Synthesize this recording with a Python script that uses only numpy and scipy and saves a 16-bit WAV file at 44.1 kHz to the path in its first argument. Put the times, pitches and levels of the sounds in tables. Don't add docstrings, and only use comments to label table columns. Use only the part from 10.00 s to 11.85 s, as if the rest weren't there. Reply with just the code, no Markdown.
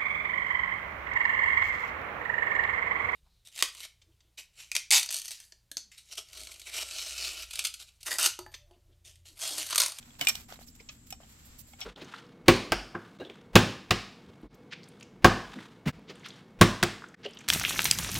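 import sys
import numpy as np
from scipy import signal
from scipy.fft import rfft, irfft, next_fast_len
from scipy.io import wavfile
from scipy.ndimage import uniform_filter1d

SR = 44100
rng = np.random.default_rng(int(sys.argv[2]) if len(sys.argv) > 2 else 0)


def bounce(signal):
    frames = np.transpose(np.atleast_2d(signal))
    limited = np.clip(frames, -1, 1)
    pcm = np.round(limited * 32767).astype(np.int16)
    wavfile.write(sys.argv[1], SR, pcm)


def how_loud(loudness_db):
    steps = np.asarray(loudness_db, float) / 20
    return 10 ** steps


N = 81585


def shape(x, gain):
    n = next_fast_len(x.shape[-1] + 2048)
    hz = np.arange(n // 2 + 1) * SR / n + 1e-3
    return irfft(rfft(x, n) * gain(hz), n)[..., :x.shape[-1]]


def curve(points):
    p = np.array(points)
    return lambda hz: how_loud(np.interp(np.log(hz), np.log(p[:, 0]), p[:, 1]))


def level(x, db):
    return x * how_loud(db) / np.sqrt(np.mean(x ** 2))


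def walk(rate_hz):
    hold = int(SR / rate_hz)
    values = rng.standard_normal(N // 40)[:N // hold + 1]
    return uniform_filter1d(np.repeat(values, hold)[:N], hold)


def noise(apart, size=N):
    z = rng.standard_normal((3, size))
    return np.sqrt(1 - apart) * z[0] + np.sqrt(apart) * z[1:]


def add(out, start_s, sound):
    # time_s, left_over_right_db
    hand_side = [(0, -1.5), (.21, -1), (.3, -1), (.7, -4.5), (.89, 0), (1.1, -2.5), (1.7, -5), (1.82, 2)]
    i = int(start_s * SR)
    n = min(sound.shape[-1], N - i)
    pan_db = np.interp(start_s, *np.array(hand_side).T)
    sides = how_loud(np.array([[pan_db], [-pan_db]]) / 2)
    out[:, i:i + n] += (sound * sides)[:, :n]


def ring(t, hz, t60_s, rise_s, lead=0):
    caught_s = 0.022
    t = np.maximum(t, 0)
    fade = np.exp(-np.log(1000) * t / t60_s - (t / caught_s) ** 3)
    return np.sin(2 * np.pi * hz * t + lead) * fade * (1 - np.exp(-t / rise_s))


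def off_pitch(hz, best_hz, octaves):
    return 1 - np.exp(-(np.log2(hz / best_hz) / octaves) ** 2)


def buckle_contacts(rows, top_hz):
    # pitch_hz, level_db, t60_s, left_lead_rad
    modes = [(2210, -10, 0.059, 1.4), (2420, -7, 0.12, 0.33), (2550, 8.5, 0.021, 0.3),
             (2975, 0.5, 0.086, 1.6), (3340, 0, 0.053, 1.4), (3700, -8, 0.038, 1.5),
             (3860, -10, 0.039, 2.5), (5560, -3, 0.038, 1.56), (6350, -16.5, .025, 4.3),
             (7340, 5, 0.033, 0.56), (8040, 8.5, 0.032, 1), (11150, -8.5, 0.014, 1.7),
             (12000, 1.5, .02, 1.8), (13700, -1, 0.025, 2.2)]
    focus_oct, focus_db, scatter_db = 0.04, 15, 3
    grip = 0.55
    rattle_db, rattle_t60_s = -9.5, 0.099
    skirt_db, skirt_oct, low_hz = 6, 0.88, 925
    body_db, body_width = -4, 0.017
    out, t = np.zeros((2, N)), np.arange(4000) / SR
    for start_s, db, best_hz, scrape_ms, ring_db in rows:
        luck = rng.standard_normal((len(modes), 2))
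        ringing = 0
        for (hz, mode_db, t60_s, lead), (drive, detune) in zip(modes, luck):
            off = off_pitch(hz, best_hz, focus_oct)
            strength = how_loud(mode_db + (scatter_db * drive - focus_db) * off)
            leads = np.array([[lead], [0]])
            tone = ring(t, hz * (1 + 0.00041 * detune), t60_s * (1 - grip * off), scrape_ms / 4000, leads)
            ringing = ringing + strength * tone

        def skirt(f):
            off = off_pitch(f, min(best_hz * 1.09, 8000), skirt_oct)
            return how_loud(-skirt_db * off) / (1 + (low_hz / f) ** 3)

        def body(f):
            peaks = sum(how_loud(4 * detune - 4) / (1 + ((f / mode[0] - 1) / body_width) ** 2)
                        for mode, detune in zip(modes, luck[:, 1]))
            return 0.8 + how_loud(body_db) * peaks

        u = t * 1000 / scrape_ms
        scrape = np.exp(-u ** 2) + how_loud(rattle_db - 60 * t / rattle_t60_s)
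        crack = noise(1, size=4000) * np.minimum(u * 4, 1) * scrape
        crack = shape(shape(crack, skirt), body)
        add(out, start_s, (ringing * how_loud(ring_db) + crack) * how_loud(db))
    return shape(out, lambda hz: 1 / (1 + (hz / top_hz) ** 6))


def snaps():
    # start_s, crack_db, best_driven_hz, scrape_ms, ring_over_crack_db
    hard_snaps = [(0.2111, -21.5, 2210, 3.2, -4.5), (.212, -29, 7730, 2.5, 6), (.250, -31, 8500, 1.5, 1),
                  (0.2703, -20, 2420, 1.96, 8), (.2706, -22, 3700, 2.3, -11),
                  (0.2848, -17.5, 7220, 5.3, -10), (.289, -22, 2420, 12, -2.5), (.2935, -26, 5570, 5.1, 12),
                  (0.353, -28.5, 4000, 3.5, -6.5), (1.104, -39.5, 12000, 5.7, -8),
                  (1.1095, -43, 7340, 2.2, -15.5), (1.117, -55, 12000, 1.4, -3.5),
                  (1.1244, -37.5, 5570, 3.7, 5.5), (1.1255, -42.5, 2420, 2, -7.5),
                  (1.805, -38, 13400, 4.8, -10)]
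    return buckle_contacts(hard_snaps, top_hz=19100)


def taps():
    # start_s, crack_db, best_driven_hz, scrape_ms, ring_over_crack_db
    soft_taps = [(.027, -44.5, 3550, 2.6, -1), (.105, -52.5, 3330, 2.3, -3), (.152, -48, 2480, 2.3, -12),
                 (.217, -36, 2975, 15, 9.5), (.510, -51, 4100, 2.9, -3), (.524, -38, 3500, 2.5, -14),
                 (.558, -49, 2220, 0.96, -18), (.625, -52, 2710, 2.4, -26), (.686, -61.5, 5560, 3, 2),
                 (.751, -56.5, 6500, 3, -7.5), (.799, -57, 2210, 4.9, 9), (.806, -51, 4900, 2.1, -1),
                 (.8885, -37, 3090, 3.8, -20), (.894, -32, 2630, 1.34, -23), (1.228, -65, 2975, 13, -3),
                 (1.734, -50, 2210, 4, 7.5), (1.8125, -34.5, 3340, 7.6, -0.5),
                 (1.8245, -37, 5540, 2.7, -12), (1.829, -44, 5570, 4.7, 8.5), (1.817, -45, 2210, 12, 16),
                 (1.824, -40.5, 2935, 16, -1)]
    return buckle_contacts(soft_taps, top_hz=7300)


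def pings():
    # start_s, level_db, pitch_hz, t60_s
    loose_parts = [(0.211, -26, 2990, .02), (.2125, -28, 2210, 0.015), (.2112, -33, 4970, 0.036),
                   (0.211, -43, 4190, .05), (.213, -42.5, 1537, 0.094), (0.216, -47.5, 143, 0.35),
                   (0.2715, -17, 2850, 0.015), (0.2713, -25, 3270, .014), (.2706, -17.5, 3590, 0.02),
                   (0.2711, -22, 5280, .014), (.2712, -30.5, 7450, .035), (0.272, -33.5, 8260, .022),
                   (0.271, -34.5, 13440, .015), (0.2832, -26, 7750, .03), (0.284, -27.5, 10720, .025),
                   (0.289, -31, 7870, .025), (.352, -45, 722, 0.022), (.3527, -35, 2920, 0.032),
                   (.353, -40, 4230, 0.022), (.354, -39, 5500, 0.017), (.5237, -48, 1350, 0.013),
                   (.524, -45, 7300, .015), (.5583, -47, 2180, 0.0096), (.5585, -48, 3900, .012),
                   (0.8886, -39.5, 3010, .02), (.8888, -41.5, 5500, 0.038), (0.8898, -45, 4090, .04),
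                   (0.8904, -44, 6490, .045), (.892, -44, 2570, 0.068), (0.892, -45.5, 3250, 0.065),
                   (.892, -57.5, 1723, .08), (.892, -57.5, 604, .06), (1.1042, -39.5, 6460, 0.013),
                   (1.110, -46, 7300, .016), (1.1046, -39.5, 12300, .02), (1.1095, -49, 12600, .015),
                   (1.109, -49, 2670, 0.022), (1.1255, -38.5, 7800, 0.012), (1.685, -62.5, 628, 0.061),
                   (1.8134, -32.5, 5580, 0.032), (1.805, -43, 13000, .015), (1.233, -52, 3140, 0.032),
                   (1.125, -39, 2455, 0.035), (1.812, -38.5, 3700, .03), (1.817, -38, 3110, .03)]
    rise_s, lead_rad = 0.0004, 1.5
    out, t = np.zeros((2, N)), np.arange(3000) / SR
    for start_s, db, hz, t60_s in loose_parts:
        leads = lead_rad * min(hz / 2000, 1) * np.array([[1], [0]])
        add(out, start_s, how_loud(db) * ring(t, hz, t60_s, rise_s, leads))
    return out


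def knocks():
    # start_s, level_db, pitch_hz, t60_s
    frame_knocks = [(.213, -39, 714, 0.054), (0.217, -44, 288, 0.21), (.271, -35.5, 777, 0.03),
                    (0.286, -37, 1157, 0.043), (.490, -53.5, 737, 0.12), (0.5238, -31.5, 730, 0.009),
                    (0.591, -33.5, 744, 0.0059), (.614, -42, 744, 0.013), (0.804, -52, 466, 0.051),
                    (0.895, -55, 1220, 0.081), (1.125, -38, 764, 0.043), (1.203, -45, 670, 0.019),
                    (1.233, -55.5, 755, 0.04), (1.735, -50, 793, 0.044), (1.820, -51, 755, 0.14)]
    right_lag_s, left_db = 0.00008, 2.5
    out, t = np.zeros((2, N)), np.arange(3000) / SR - np.array([[0], [right_lag_s]])
    for start_s, db, hz, t60_s in frame_knocks:
        tone = ring(t, hz, t60_s, 0.00053)
        tone = tone + how_loud(-5) * ring(t, hz * 1.6, t60_s * 0.31, 0.00031)
        grit = noise(0.16, size=3000) * how_loud(-60 * abs(t) / t60_s)
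        grit = shape(grit, lambda f: 3 / (1 + (f / hz / 1.04) ** 2) / (1 + (hz * 0.99 / f) ** 6))
        add(out, start_s, (tone + grit) * how_loud(db + left_db * np.array([[1], [-1]])))
    return out


def strap():
    # start_s, length_s, level_db, tilt_db_per_octave
    strokes = [(0, 0.23, -61, -2.5), (0.182, 0.044, -51, -1.5), (0.204, 0.065, -41, -3),
               (0.271, 0.056, -45.5, -3.5), (0.317, 0.14, -49.5, -0.5), (0.478, 0.11, -52.5, -2),
               (0.589, 0.064, -54, 0), (0.66, 0.056, -59, 3.5), (0.744, 0.027, -61, 1.5),
               (0.782, 0.056, -60.5, -2), (0.898, .08, -59, 0.5), (1.058, 0.059, -62, 2),
               (1.123, 0.036, -71, -7), (1.198, 0.081, -63.5, -4), (1.283, 0.072, -61, 1),
               (1.381, 0.043, -62, -0.5), (1.441, 0.053, -63.5, 5.5), (1.579, 0.046, -54.5, 5.5),
               (1.661, 0.1, -63, 3), (1.783, 0.076, -54.5, -3)]
    rise_s, rise_share, edge, low_hz = 0.014, 0.4, 0.24, 500
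    grain_db = 2 * walk(369.4) + 1.6 * walk(75)
    rasp = noise(1, size=N + SR) * np.tile(how_loud(grain_db), 2)[:N + SR]
    out = np.zeros((2, N))
    for start_s, length_s, db, tilt_db in strokes:
        u = np.arange(10000) / SR / length_s
        rise = u * max(length_s / rise_s, 1 / rise_share)
        fall = (1.2 - u) * 0.31 / edge
        swell = np.sin(np.pi / 2 * np.clip(np.minimum(rise, fall), 0, 1)) ** 2
        i = int(start_s * SR)
        stroke = shape(rasp[:, i:i + 10000] * swell,
                       lambda hz: how_loud(tilt_db * np.log2(hz / 5000)) / (1 + (low_hz / hz) ** 4))
        add(out, start_s, how_loud(db) * stroke)
    return out


def scuffs():
    # start_s, length_s, level_db, centre_hz
    bar_scuffs = [(0.624, 0.02, -61, 4300), (0.678, 0.017, -55, 5520), (0.671, .008, -56.5, 7000),
                  (0.749, 0.0081, -59, 7400), (.792, 0.022, -55.5, 2280), (0.801, .012, -58.5, 5000),
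                  (1.787, 0.014, -59, 2730), (.5, .03, -55.5, 1370)]
    width = 0.11
    out, t = np.zeros((2, N)), np.arange(2000) / SR
    for start_s, length_s, db, hz in bar_scuffs:
        rub = shape(noise(0.84, size=2000), lambda f: 1 / (1 + ((f / hz - 1) / width) ** 2))
        add(out, start_s, level(rub, db) * np.sin(np.pi * np.minimum(t / length_s, 1)))
    return out


def port_shade(near):
    shade_db, shade_hz = 10, 11400
    sides = np.array([[-0.5], [0.5]])
    return shape(near, lambda hz: how_loud(sides * shade_db / (1 + (shade_hz / hz) ** 4)))


def room_tail(near):
    room_db, room_t60_s = -17, 0.25
    t = np.arange(20000) / SR
    tail = noise(0.3, size=20000) * np.exp(-np.log(1000) * t / room_t60_s) * np.minimum(t / 0.0067, 1)
    tail = tail / np.sqrt(np.sum(tail[0] ** 2))
    return how_loud(room_db) * signal.fftconvolve(near, tail, axes=1)[:, :N]


def room_floor():
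    # pitch_hz, level_db_per_hz
    rumble_curve = [(15, -12.5), (25, -3.5), (60, -4.5), (120, -7), (200, -13.5), (290, -13.5), (350, -22),
                    (600, -25)]
    # centre_hz, width_hz, level_db
    hums = [(68.5, 4.9, -67.5), (235, 32, -66), (124, 37, -73.5)]

    def band(hz, width_hz):
        return lambda f: 1 / (1 + ((f - hz) / width_hz * 2) ** 2)

    rumble = shape(noise(0.054), lambda f: curve(rumble_curve)(f) / (1 + (f / 600) ** 4))
    rumble = level(rumble, -60)
    for hz, width_hz, db in hums:
        rumble = rumble + level(shape(noise(0.03), band(hz, width_hz)), db)
    rumble = rumble * how_loud(walk(6.7) + np.array([[0.6], [-0.6]]))
    whine = level(shape(noise(0.91), band(7500, 900)), -65.5)
    hiss = shape(noise(1.0), lambda f: how_loud(-1.5 * np.log2(f / 2000)) / (1 + (480 / f) ** 3))
    hiss = level(hiss, -65.5) * how_loud(4.3 * walk(8.18))
    return rumble + whine + hiss


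def scene():
    near = snaps() + taps() + pings() + knocks() + strap() + scuffs()
    near = port_shade(near)
    return near + room_tail(near) + room_floor()


def top_cut(x):
    return signal.sosfilt(signal.butter(12, 16650, fs=SR, output="sos"), x)


def record(dry):
    # pitch_hz, gain_db
    mic = [(1000, 1.5), (5000, 2.5), (7600, 1), (8600, 0), (9600, -8), (11000, -2), (12500, 1.5),
           (15600, -6)]
    top_hz = 15950
    mix = shape(dry, lambda hz: curve(mic)(hz) / (1 + (hz / top_hz) ** 150))
    return top_cut(mix)


dry = scene()
out = record(dry)
bounce(out)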